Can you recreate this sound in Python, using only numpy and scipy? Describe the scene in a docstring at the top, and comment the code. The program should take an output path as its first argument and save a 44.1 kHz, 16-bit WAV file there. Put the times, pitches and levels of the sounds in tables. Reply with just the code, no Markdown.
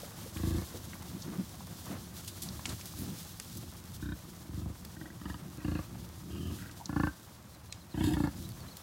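"""A bison herd walks past over open pasture, some animals very close.
From the start shaped noise makes the herd's rumble and the grass swish; filtered bursts make scuffs and snaps.
Soon the grunts begin: trains of slow glottal pulses ring chest, mouth and nose, some with a breathy hiss.
Late on, a far bird chirps in short gliding sines, and bursts of air hiss through the nostrils."""
import sys
import numpy as np
from scipy import signal
from scipy.fft import rfft, irfft, next_fast_len
from scipy.io import wavfile

SR = 44100
rng = np.random.default_rng(int(sys.argv[2]) if len(sys.argv) > 2 else 0)


def output_pcm(signal):
    """Save a mono or channel-first signal as 16-bit PCM at the path in sys.argv[1].

    Samples are clipped to [-1, 1] before scaling.
    """
    pcm = np.clip(np.atleast_2d(signal).T, -1, 1) * 32767
    wavfile.write(sys.argv[1], SR, np.round(pcm).astype(np.int16))


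N = 388962
T = np.arange(N) / SR   # s

# Levels in the tables are nominal: the sources apply their own trims.
# steady stir of the herd: time_s, thuds_db, far_voices_db, scuffing_db
HERD_STIR = [(0, -51, -55, -53), (.75, -48.5, -51.5, -53.5), (1.5, -50, -52.5, -55),
             (3.3, -49, -54.5, -56.5), (4.4, -51.5, -53.5, -57.5), (6.75, -50, -54.5, -57),
             (7.3, -54.5, -60, -58.5), (8.82, -59, -58.5, -56.5)]
# spectrum of the ground thuds: freq_hz, density_db_per_hz
THUD_SPECTRUM = [(25, -50), (40, -8), (56, -6.5), (75, 3.5), (115, 2.5)]
# spectrum of the far voices: freq_hz, density_db_per_hz
RUMBLE_SPECTRUM = [(135, -8), (172, 2.5), (215, -5), (280, -9.5), (350, -9), (410, -22), (520, -25.5)]
# spectrum of scuffing and far breath: freq_hz, density_db_per_hz
SCUFF_SPECTRUM = [(300, -3.5), (500, 2), (800, 1.5), (1150, 1), (1600, -3.5), (2300, -8), (3200, -12)]
# dull thuds of heavy treading: middle_s, length_s, level_db
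HEAVY_TREADS = [(1.968, 0.071, -48), (2.56, 0.1, -46.5), (2.726, 0.044, -41), (3.026, 0.11, -43),
                (3.59, 0.094, -49), (3.973, 0.12, -45), (6.005, 0.19, -44), (6.617, 0.08, -45),
                (7.67, 0.21, -52.5), (8.496, 0.32, -42.5)]
# muffled grunts and snorts farther off, and at 5.826 s the breath trailing off after the close grunt just
# before: middle_s, length_s, voice_db, breath_db
FAR_CALLS = [(0.223, 0.085, -50.5, -58), (1.14, 0.1, -46.5, -57), (1.31, 0.075, -41, -49.5),
             (1.386, 0.06, -40, -52), (1.923, 0.094, -43.5, -46.5), (2.502, 0.12, -50, -53),
             (2.699, 0.056, -41.5, -44.5), (3.059, 0.15, -43, -55), (3.595, 0.077, -48, -80),
             (5.445, 0.097, -49.5, -58.5), (5.826, 0.1, -60, -55), (5.99, 0.2, -51, -63),
             (6.386, 0.28, -46.5, -70), (8.41, 0.28, -51, -69), (8.638, 0.11, -52.5, -52.5)]
# rustle of the grass, louder while animals pass close: time_s, level_db
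GRASS_LEVEL = [(0, -53.5), (1.7, -52.5), (2.05, -53.5), (2.8, -49), (3.55, -52), (3.75, -55), (4.7, -57),
               (7.1, -56), (7.35, -59.5), (7.9, -59.5), (8.4, -55), (8.82, -55.5)]
# spectrum of the grass: freq_hz, density_db_per_hz
GRASS_SPECTRUM = [(1500, -7), (2400, -6.5), (3400, 2), (6000, 2), (8500, -0.5), (12000, -1), (16000, -2.5)]
# a leg sweeps through tall grass: middle_s, length_s, level_db
LEG_SWEEPS = [(.38, 0.94, -53.5), (1.857, 0.14, -52.5), (2.21, 0.12, -51.5), (3.2, 0.034, -51),
              (3.953, 0.03, -48), (4.9, 0.027, -58), (6.522, 0.22, -55), (7.03, 0.089, -55.5),
              (8.433, 0.13, -55.5)]
# far bird: start_s, length_s, start_hz, end_hz, level_db
BIRD_CHIRPS = [(7.523, 0.043, 4060, 3740, -55), (7.69, 0.051, 4200, 3540, -50),
               (7.765, .02, 5000, 4670, -55), (7.8, 0.034, 4200, 3470, -53), (7.904, 0.04, 4300, 3400, -51),
               (8.353, 0.027, 5300, 4300, -51), (8.434, 0.042, 3400, 3960, -48),
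               (8.494, 0.036, 4600, 3840, -50), (8.59, 0.047, 4560, 3870, -49),
               (8.68, 0.013, 4000, 3650, -45), (8.704, 0.033, 4400, 3680, -47.5)]
# hoof scuffs and snapping stalks: start_s, level_db, centre_hz, width_octaves, decay_s
SCUFFS_AND_SNAPS = [(0.031, -37, 525, 0.63, 0.0021), (0.258, -41.5, 510, 0.46, 0.0027),
                    (0.369, -43, 1960, 1.4, 0.0027), (0.739, -42.5, 460, 0.82, 0.0079),
                    (0.768, -46, 540, 1.1, 0.0021), (0.932, -43, 1790, 0.83, 0.0026),
                    (0.953, -45, 830, 1, 0.0019), (1.218, -46, 5200, 0.84, 0.011),
                    (1.605, -43, 920, 0.88, 0.0021), (2.275, -40, 5870, 2.1, 0.01),
                    (2.419, -38, 7000, 2.3, 0.0091), (2.435, -25.5, 6760, 1.7, 0.00031),
                    (2.488, -34, 4600, 0.69, 0.00079), (2.593, -40.5, 1010, 1.4, 0.0019),
                    (2.655, -33, 2100, 2.6, 0.0039), (2.659, -24.5, 6460, 1.1, 0.00032),
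                    (2.689, -42.5, 5000, 2.2, 0.012), (2.81, -44.5, 3860, 1.8, 0.0044),
                    (2.856, -40.5, 8000, 2.5, 0.0034), (2.936, -49, 990, 0.7, 0.0026),
                    (2.98, -48, 12000, 0.76, 0.028), (3.399, -33, 3260, 3.3, 0.0017),
                    (3.57, -43, 8900, 2, 0.0059), (4.849, -41.5, 5500, 8.6, 0.0028),
                    (6.712, -49, 5170, 1.6, 0.0036), (6.793, -47, 820, 0.45, 0.019),
                    (6.857, -34.5, 5360, 0.85, 0.0019), (7.725, -32.5, 4200, 1.77, 0.0014),
                    (8.49, -42.5, 9000, 4, 0.0017), (8.769, -40, 8950, 3, 0.0025)]
# the grunts, the last two run together: first_pulse_s, last_pulse_s, pulses,
#   slowing (share by which the last period exceeds the mean), peak_db, attack_s, swell_db,
#   catch_db (dip in mid-attack), fade_db, openness_db (upper resonances against low ones),
#   roughness (0-1), roughest_at (share of the call)
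GRUNT_CALLS = [(0.359, 0.616, 8, -0.0015, -31, 0.059, 9, 3.5, 10, -17, 0.84, 0.62),
               (4.024, 4.118, 4, 0.017, -38, 0.038, -1, 0, -0.5, -15, 0.15, 0.24),
               (4.49, 4.698, 6, -0.028, -37.5, 0.16, 6.5, -2.5, 3.5, -22.5, 0.5, 0.46),
               (4.966, 5.101, 4, 0.0097, -49.5, 0.058, 2, -5, 8, -9.5, 0, 0.4),
               (5.213, 5.341, 4, 0.032, -41.5, 0.024, 7, 2, 6, -10.5, 0.13, 0.57),
               (5.579, 5.787, 7, 0.07, -34, 0.057, 10.5, 12, 3.5, -15.5, 0.28, 0.58),
               (6.302, 6.545, 11, -0.061, -38.5, 0.15, 3.5, 1, 6, -18.5, 0.84, 0.87),
               (6.586, 6.694, 4, 0.0045, -50, .03, -1, 0, 4, -9.5, 0.08, 0.62),
               (6.891, 7.068, 6, 0.015, -30, 0.053, 6.5, 9, 5, -10.5, 0.09, 0.15),
               (7.941, 8.134, 7, -0.0022, -28.5, 0.046, 9.5, 2.5, 5, -15, 0.92, 0.73),
               (8.166, 8.271, 4, 0.0364, -30, 0.033, 2, -6, 7, -12.5, 0.42, 0.6)]
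# colour of each grunt: chest_scale (ratio), chest_tilt_db_per_octave,
#   glide (share by which the muzzle and chest resonances rise over the call), wobble (share, pulse to pulse),
#   nostril_breath_db, muzzle_breath_db, chest_rough_share (of the roughness)
GRUNT_COLOURS = [(1.04, -1, 0.05, 0.012, -20.5, -28.5, 0.34), (0.946, -1.5, .002, 0.0036, -28, -28, .5),
                 (0.96, -2.5, 0.026, .008, -22, -37, 0.9), (1.03, 7.5, 0.036, 0.0048, -28, -32, .5),
                 (0.94, -0.5, -0.019, 0.004, -11, -34, .5), (0.963, 2.5, 0.01, 0.016, -25, -29, .3),
                 (1.154, -0.5, 0.0054, 0.0086, -31, -24.5, 0.97), (0.89, 2.5, 0.019, .008, -24, -13.5, .5),
                 (0.934, 4, 0.032, 0.0068, -27, -32.5, 0.36), (1.0, 3.5, 0.023, 0.03, -15.5, -30, 0.89),
                 (0.933, 5.5, 0.0075, 0.012, -15.5, -33, .15)]
# jaw and muzzle shape, one list per grunt, before glide and wobble: freq_hz, width_hz, level_db
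MUZZLE_MODES = [
    [(520, 110, 7.5), (670, 200, 3), (930, 160, 1), (1140, 130, 6), (1690, 92, 1.5), (2070, 54, 1),
     (2650, 120, -12), (4300, 400, -11)],
    [(590, 90, -11), (1060, 260, -14), (1493, 85, 2.5), (1730, 93, -5), (2400, 80, -14), (3190, 83, -18),
     (3720, 100, -10), (3960, 71, -18)],
    [(533, 110, 5), (700, 230, 5), (1160, 420, 1.5), (1700, 400, -9)],
    [(920, 280, -7), (1570, 170, 1), (1880, 130, 0), (3330, 300, -17)],
    [(740, 180, -8), (1000, 200, -0.5), (1210, 180, 2), (1690, 100, 1.5), (1840, 90, -1), (3000, 260, -7),
     (3650, 240, -11.5), (4800, 240, -13)],
    [(513, 110, -0.5), (706, 95, -4.5), (920, 99, -4.5), (1137, 76, 1.5), (1367, 67, -5), (1670, 103, -3.5),
     (2034, 54, -4.5), (2700, 140, -6), (2850, 110, -14), (4400, 400, -15.5)],
    [(620, 120, -3), (1230, 73, 3), (1730, 54, -5), (2740, 65, 0), (3090, 70, 4), (3290, 60, -6),
     (5100, 150, -9)],
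    [(1570, 200, 2.5), (1920, 250, -3), (2610, 450, -12)],
    [(540, 110, -4.5), (840, 150, -2.5), (1110, 170, -0.5), (1392, 64, -0.5), (1492, 40, 1),
     (1714, 78, -2.5), (2100, 130, -15), (2660, 180, -17), (2860, 140, -21.5), (4600, 250, -23)],
    [(564, 120, -5.5), (710, 45, 1.5), (900, 150, -1.5), (1140, 91, -10), (1360, 140, -15), (1640, 98, -6),
     (1763, 120, -4.5), (2100, 100, -11.5), (2820, 180, -11), (3260, 100, -9)],
    [(552, 90, -1), (740, 150, -20), (867, 136, 2.5), (1190, 190, -5), (1360, 82, -6), (1710, 120, -5),
     (2100, 71, -12), (2740, 110, -19.5), (4500, 360, -20.5)],
]
# chest and throat before each grunt's scale and tilt: freq_hz, width_hz, level_db
CHEST_MODES = [(84.7, 59, 7.5), (175, 57, 2), (241, 56, -4), (310, 28.3, 3)]
# flared nostrils before scaling: freq_hz, width_hz, level_db
NOSTRIL_MODES = [(2780, 130, 2.5), (3347, 91, 2.5), (3760, 230, 3), (4240, 170, -11), (4600, 160, 1),
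                 (5200, 170, -1), (6200, 140, -7), (7320, 370, -1), (8200, 300, -1.5), (9660, 200, -3.5),
                 (10200, 340, -3), (10900, 270, -2), (11900, 200, 0), (12700, 280, -6), (14900, 400, -5)]
# spectrum of air through the nostrils: freq_hz, density_db_per_hz
BREATH_SPECTRUM = [(900, -39), (1750, 12), (2350, -16), (2750, -8), (3800, 8), (5500, -5), (8000, -1),
                   (12000, -4), (15500, -1)]
# air bursts through the nostrils in the hardest grunt: start_s, level_db
NOSTRIL_SPURTS = [(8.035, -46), (8.069, -62), (8.107, -47), (8.135, -37.5)]

CUTOFF_HZ = 15900
BELL_POWER = 2.9   # swells of the beds: a higher power flattens the top
FADE_SHARE = 0.23   # last share of a grunt, over which it fades
# rough stretch: half-width as a share of the call; share of the roughness always there
ROUGH_WIDTH, ROUGH_BASE = 0.27, 0.14
# the mouth opens toward the end; a rough voice has a weaker slap and sounds duller
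LATE_OPENING_DB, ROUGH_DULLING_DB = 4.5, 7
# in weak pulses and in the fade the chest gives out before the mouth (dB of openness per dB)
WEAK_OPENING, FADE_OPENING = 0.092, 0.098
SHIMMER_DB = 0.6   # random spread of strength from pulse to pulse
EXHALE_ATTACK_S, EXHALE_TAIL_S = 0.01, 0.06
SPURT_DECAY_S = 0.0051


def from_db(db):
    """Decibels to gain."""
    return 10 ** (np.asarray(db) / 20)


def rms_one(x):
    """Scale to rms 1."""
    return x / np.sqrt(np.mean(x ** 2) + 1e-20)


def noise(size=N):
    """White Gaussian noise."""
    return rng.standard_normal(size)


def curve(rows, t):
    """Columns of a control table at times t."""
    time_s, *columns = np.transpose(rows)
    return [np.interp(t, time_s, column) for column in columns]


def add(out, start_s, sound):
    """Mix a short sound in at start_s."""
    i = max(0, round(start_s * SR))
    out[i:i + len(sound)] += sound[:N - i]


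def band(x, low_hz, high_hz, order=3):
    """Causal band-pass."""
    edges_hz = [low_hz, min(high_hz, .45 * SR)]
    return signal.sosfilt(signal.butter(order, edges_hz, "band", fs=SR, output="sos"), x)


def colour(x, spectrum):
    """Shape noise by a spectrum that falls steeply past its ends; rms 1."""
    hz, db = np.transpose(spectrum)
    size = next_fast_len(len(x))
    f = np.maximum(np.arange(size // 2 + 1) * SR / size, 1)
    skirts = np.minimum(1, np.minimum(f / hz[0], hz[-1] / f)) ** 4
    gain = from_db(np.interp(np.log(f), np.log(hz), db)) * skirts
    return rms_one(irfft(rfft(x, size) * gain, size)[:len(x)])


def drift(rate_hz):
    """Random wander of unit spread, with rate_hz new values a second."""
    return np.interp(T * rate_hz, np.arange(8000), noise(8000))


def waver(x, share, rate_hz):
    """Let the pitch of a sound wander by this share."""
    t = T[:len(x)]
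    return np.interp(t + share * np.cumsum(drift(rate_hz)[:len(x)]) / SR, t, x)


def swells(bed_db, rows):
    """Gain of a bed with bell-shaped swells (middle_s, length_s, level_db); powers add."""
    power = from_db(bed_db) ** 2
    for middle_s, length_s, db in rows:
        near = np.abs(T - middle_s) < 2 * length_s
        bell = np.exp(-np.abs(2 * (T[near] - middle_s) / length_s) ** BELL_POWER)
        power[near] += from_db(db) ** 2 * bell
    return np.sqrt(power)


def resonate(x, modes, scale, order=1):
    """Parallel resonances; at order 2 each acts twice, which deepens the valleys between them."""
    out = np.zeros(len(x))
    for hz, width_hz, db in modes:
        r = np.exp(-np.pi * width_hz / SR)
        w = 2 * np.pi * hz * scale / SR
        section = [0, (1 - r) * np.sin(w), 0, 1, -2 * r * np.cos(w), r * r]
        out += from_db(db) * signal.sosfilt([section] * order, x)
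    return out


def herd(thuds_db=-1.5, rumble_db=1.3, scuff_db=-3.0, throb_db=2.0, patchy_db=2.5):
    """Footfalls and farther grunts merge into a throbbing rumble with dry scuffing and breath above it."""
    deep_db, low_db, mid_db = curve(HERD_STIR, T)
    treading = swells(deep_db, HEAVY_TREADS)
    voices = swells(low_db, [(s, length_s, db) for s, length_s, db, _ in FAR_CALLS])
    breaths = swells(mid_db, [(s, length_s, db) for s, length_s, _, db in FAR_CALLS])
    thuds = treading * from_db(thuds_db) * colour(noise(), THUD_SPECTRUM)
    rumble = voices * from_db(rumble_db + throb_db * drift(55)) * colour(noise(), RUMBLE_SPECTRUM)
    scuff = breaths * from_db(scuff_db + patchy_db * drift(90)) * colour(noise(), SCUFF_SPECTRUM)
    return thuds + rumble + scuff


def grass(swish_db=-1.4, crackle_db=-12.0, stalks_per_s=900, spread_db=7.5, clump_db=-0.5, patchy_db=2.0):
    """Blades sliding on legs hiss; single stalks crackle at random, their strength drifting."""
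    level_db, = curve(GRASS_LEVEL, T)
    sizes = from_db(spread_db * np.minimum(rng.exponential(1, N), 5) + clump_db * drift(30))
    stalks = (rng.random(N) < stalks_per_s / SR) * sizes * rng.choice([-1, 1], N)
    swish = from_db(swish_db + patchy_db * drift(40)) * colour(noise(), GRASS_SPECTRUM)
    crackle = from_db(crackle_db) * colour(stalks, GRASS_SPECTRUM)
    return swells(level_db, LEG_SWEEPS) * (swish + crackle)


def bird(trim_db=-6.0, arch_hz=250):
    """Short whistles, arched in pitch and strength."""
    out = np.zeros(N)
    for start_s, length_s, from_hz, to_hz, db in BIRD_CHIRPS:
        u = np.linspace(0, 1, round(length_s * SR))
        arch = np.sin(np.pi * u)
        pitch_hz = from_hz + (to_hz - from_hz) * u + arch_hz * arch
        whistle = np.sin(2 * np.pi * np.cumsum(pitch_hz) / SR)
        add(out, start_s, from_db(db + trim_db) * arch * whistle)
    return out


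def steps(grain_db=7.0, tail=0.036, tail_s=0.043, soft_s=0.04):
    """Each step or snap is a burst of breaking fibres; the longer it lasts, the softer it starts."""
    out, t = np.zeros(N), T[:SR // 10]
    for start_s, db, hz, octaves, decay_s in SCUFFS_AND_SNAPS:
        fibres = noise(len(t)) * from_db(grain_db * noise(len(t)))
        rise = 1 - np.exp(-t * soft_s / decay_s ** 2)
        fall = np.exp(-t / decay_s) + tail * np.exp(-t / tail_s)
        burst = band(fibres * rise * fall, hz * 2 ** (-octaves / 2), hz * 2 ** (octaves / 2))
        add(out, start_s, from_db(db) * rms_one(burst) * np.sqrt(decay_s / t[-1]))
    return out


def lag_bass(x, centre_hz=105, width_hz=110):
    """An all-pass delays the lowest notes, so that a pulse sweeps downward."""
    r = np.exp(-np.pi * width_hz / SR)
    a = [1, -2 * r * np.cos(2 * np.pi * centre_hz / SR), r * r]
    return signal.lfilter(a[::-1], a, x)


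def bend(x, share=0.066, settle_s=0.0066):
    """After each slap the resonances start flat and slide upward as the throat recoils."""
    t = T[:len(x)]
    slide_s = share * settle_s * (1 - np.exp(-t / settle_s))
    return np.interp(t * (1 + share / 2) - slide_s, t, x)


def effort(call, t):
    """Level in dB, openness in dB and roughness 0-1 of a grunt that attacks, holds and fades."""
    first_s, last_s, _, _, peak_db, attack_s, swell_db, catch_db, fade_db, open_db, rough, rough_at = call
    u = np.clip((t - first_s) / (last_s - first_s), 0, 1)
    attack = np.clip(1 - (t - first_s) / attack_s, 0, 1)
    release_db = fade_db * np.clip(1 - (1 - u) / FADE_SHARE, 0, 1)
    slack_db = swell_db * attack + catch_db * np.sin(np.pi * attack) ** 2 + release_db
    stretch = np.exp(-((u - rough_at) / ROUGH_WIDTH) ** 4)
    breaking = rough * (ROUGH_BASE + (1 - ROUGH_BASE) * stretch)
    opening_db = LATE_OPENING_DB * u ** 2 + WEAK_OPENING * slack_db + FADE_OPENING * release_db
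    return peak_db - slack_db, open_db + opening_db - ROUGH_DULLING_DB * breaking, np.clip(breaking, 0, 1)


def grunt(call, tone, muzzle, jitter_s=0.00033, rasp=0.052, rasp_s=0.0034, churn_s=0.033,
          chest_top_hz=355, mouth_top_hz=2200):
    """The vocal folds slap shut about thirty times a second; in rough stretches the flow turns turbulent."""
    first_s, last_s, pulses, slowing = call[:4]
    scale, tilt_db, glide, wobble, _, _, chest_share = tone
    u = np.linspace(0, 1, round(pulses))
    times_s = first_s + (last_s - first_s) * (u - slowing * u * (1 - u)) + jitter_s * noise(len(u))
    t = T[:SR // 8]
    chest = [(hz, width_hz, db + tilt_db * np.log2(hz / CHEST_MODES[0][0])) for hz, width_hz, db in CHEST_MODES]
    mouth = [mode for mode in muzzle if mode[0] < 2250]
    nose = [mode for mode in muzzle if mode not in mouth]
    per_cycle = np.sqrt(np.mean(np.diff(times_s)) / t[-1])   # each ring holds one period's energy
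    slap = t == 0
    out = np.zeros(N)
    for start_s, progress in zip(times_s, u):
        level_db, open_db, rough = effort(call, start_s)
        deep_rough = rough * np.clip(chest_share, 0, 1)
        size = 1 + glide * (progress - .5) + wobble * rng.standard_normal()
        churn = rms_one(noise(len(t)) * np.exp(-(t / churn_s) ** 2)) / np.sqrt(len(t))
        flow = np.sqrt(1 - rough) * slap + np.sqrt(rough) * churn
        deep_flow = np.sqrt(1 - deep_rough) * slap + np.sqrt(deep_rough) * churn
        airy = flow + rasp * noise(len(t)) * np.exp(-t / rasp_s)   # a little air escapes after each slap
        low = lag_bass(band(resonate(deep_flow, chest, scale * size), 61.7, chest_top_hz, order=5))
        mouth_ring = band(resonate(airy, mouth, size, order=2), 364, mouth_top_hz, order=6)
        nose_ring = band(resonate(airy, nose, size, order=2), 2200, 7500, order=4)
        ring = rms_one(low) + from_db(open_db) * rms_one(bend(mouth_ring + nose_ring))
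        strength = from_db(level_db + SHIMMER_DB * rng.standard_normal())
        add(out, start_s, -strength * per_cycle * ring)
    return out


def exhale(call, tone, muzzle, low_hz=1150, top_hz=5500, flutter_db=5.0):
    """Breath sings in the muzzle resonances between and just past the pulses, wavering as the jaw moves."""
    first_s, last_s, _, _, peak_db = call[:5]
    t = T[:SR]
    sung = band(resonate(noise(len(t)), muzzle, 0.94, order=2), low_hz, top_hz)
    air = rms_one(waver(sung, 0.0224, 40))
    tail = np.exp(-np.maximum(0, t - (last_s - first_s)) / EXHALE_TAIL_S)
    flow = np.minimum(1, t / EXHALE_ATTACK_S) * tail
    return from_db(peak_db + tone[5] + flutter_db * drift(52.2)[:len(t)]) * flow * air


def bison(flutter_db=3.0, hiss_db=-9.0, nostril_db=-3.5, run_on_s=0.033):
    """All the grunts; the rougher the voice, the more air rushes through the nostrils."""
    voice, airflow = np.zeros(N), np.zeros(N)
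    for call, tone, muzzle in zip(GRUNT_CALLS, GRUNT_COLOURS, MUZZLE_MODES):
        voice += grunt(call, tone, muzzle)
        add(voice, call[0], exhale(call, tone, muzzle))
        during = (T > call[0]) & (T < call[1] + run_on_s)
        level_db, _, rough = effort(call, T[during])
        airflow[during] = from_db(level_db + tone[4]) * np.sqrt(rough)
    for start_s, db in NOSTRIL_SPURTS:
        add(airflow, start_s, from_db(db) * np.exp(-T[:SR // 20] / SPURT_DECAY_S))
    hiss = from_db(hiss_db) * colour(noise(), BREATH_SPECTRUM)
    nostrils = band(resonate(noise(), NOSTRIL_MODES, 0.96, order=2), 1900, 16000)
    ringing = waver(from_db(nostril_db) * rms_one(nostrils), 0.01, 60)
    return voice + airflow * from_db(flutter_db * drift(120)) * (hiss + ringing)


def scatter(x, near_db=-5.5, near_s=0.0037, far_db=-17.0, far_s=0.066, low_hz=300, top_hz=5000):
    """Quick reflections from bodies and a parked vehicle, then a faint tail over the field."""
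    t = T[:SR // 3]
    near = from_db(near_db) * rms_one(np.exp(-t / near_s))
    far = from_db(far_db) * rms_one(np.exp(-t / far_s))
    echoes = band(noise(len(t)) * (near + far) * (t > .003), low_hz, top_hz) / np.sqrt(len(t))
    return x + signal.fftconvolve(x, echoes)[:N]


def scene():
    """Grunts, steps and bird with reflections, over the dry beds of herd and grass."""
    bed = herd() + grass()
    return (bed + scatter(bird() + steps() + bison()))[None]


def record(dry):
    """Steep low-pass at CUTOFF_HZ."""
    return signal.sosfilt(signal.ellip(12, .1, 70, CUTOFF_HZ, fs=SR, output="sos"), dry)


dry = scene()
out = record(dry)
output_pcm(out)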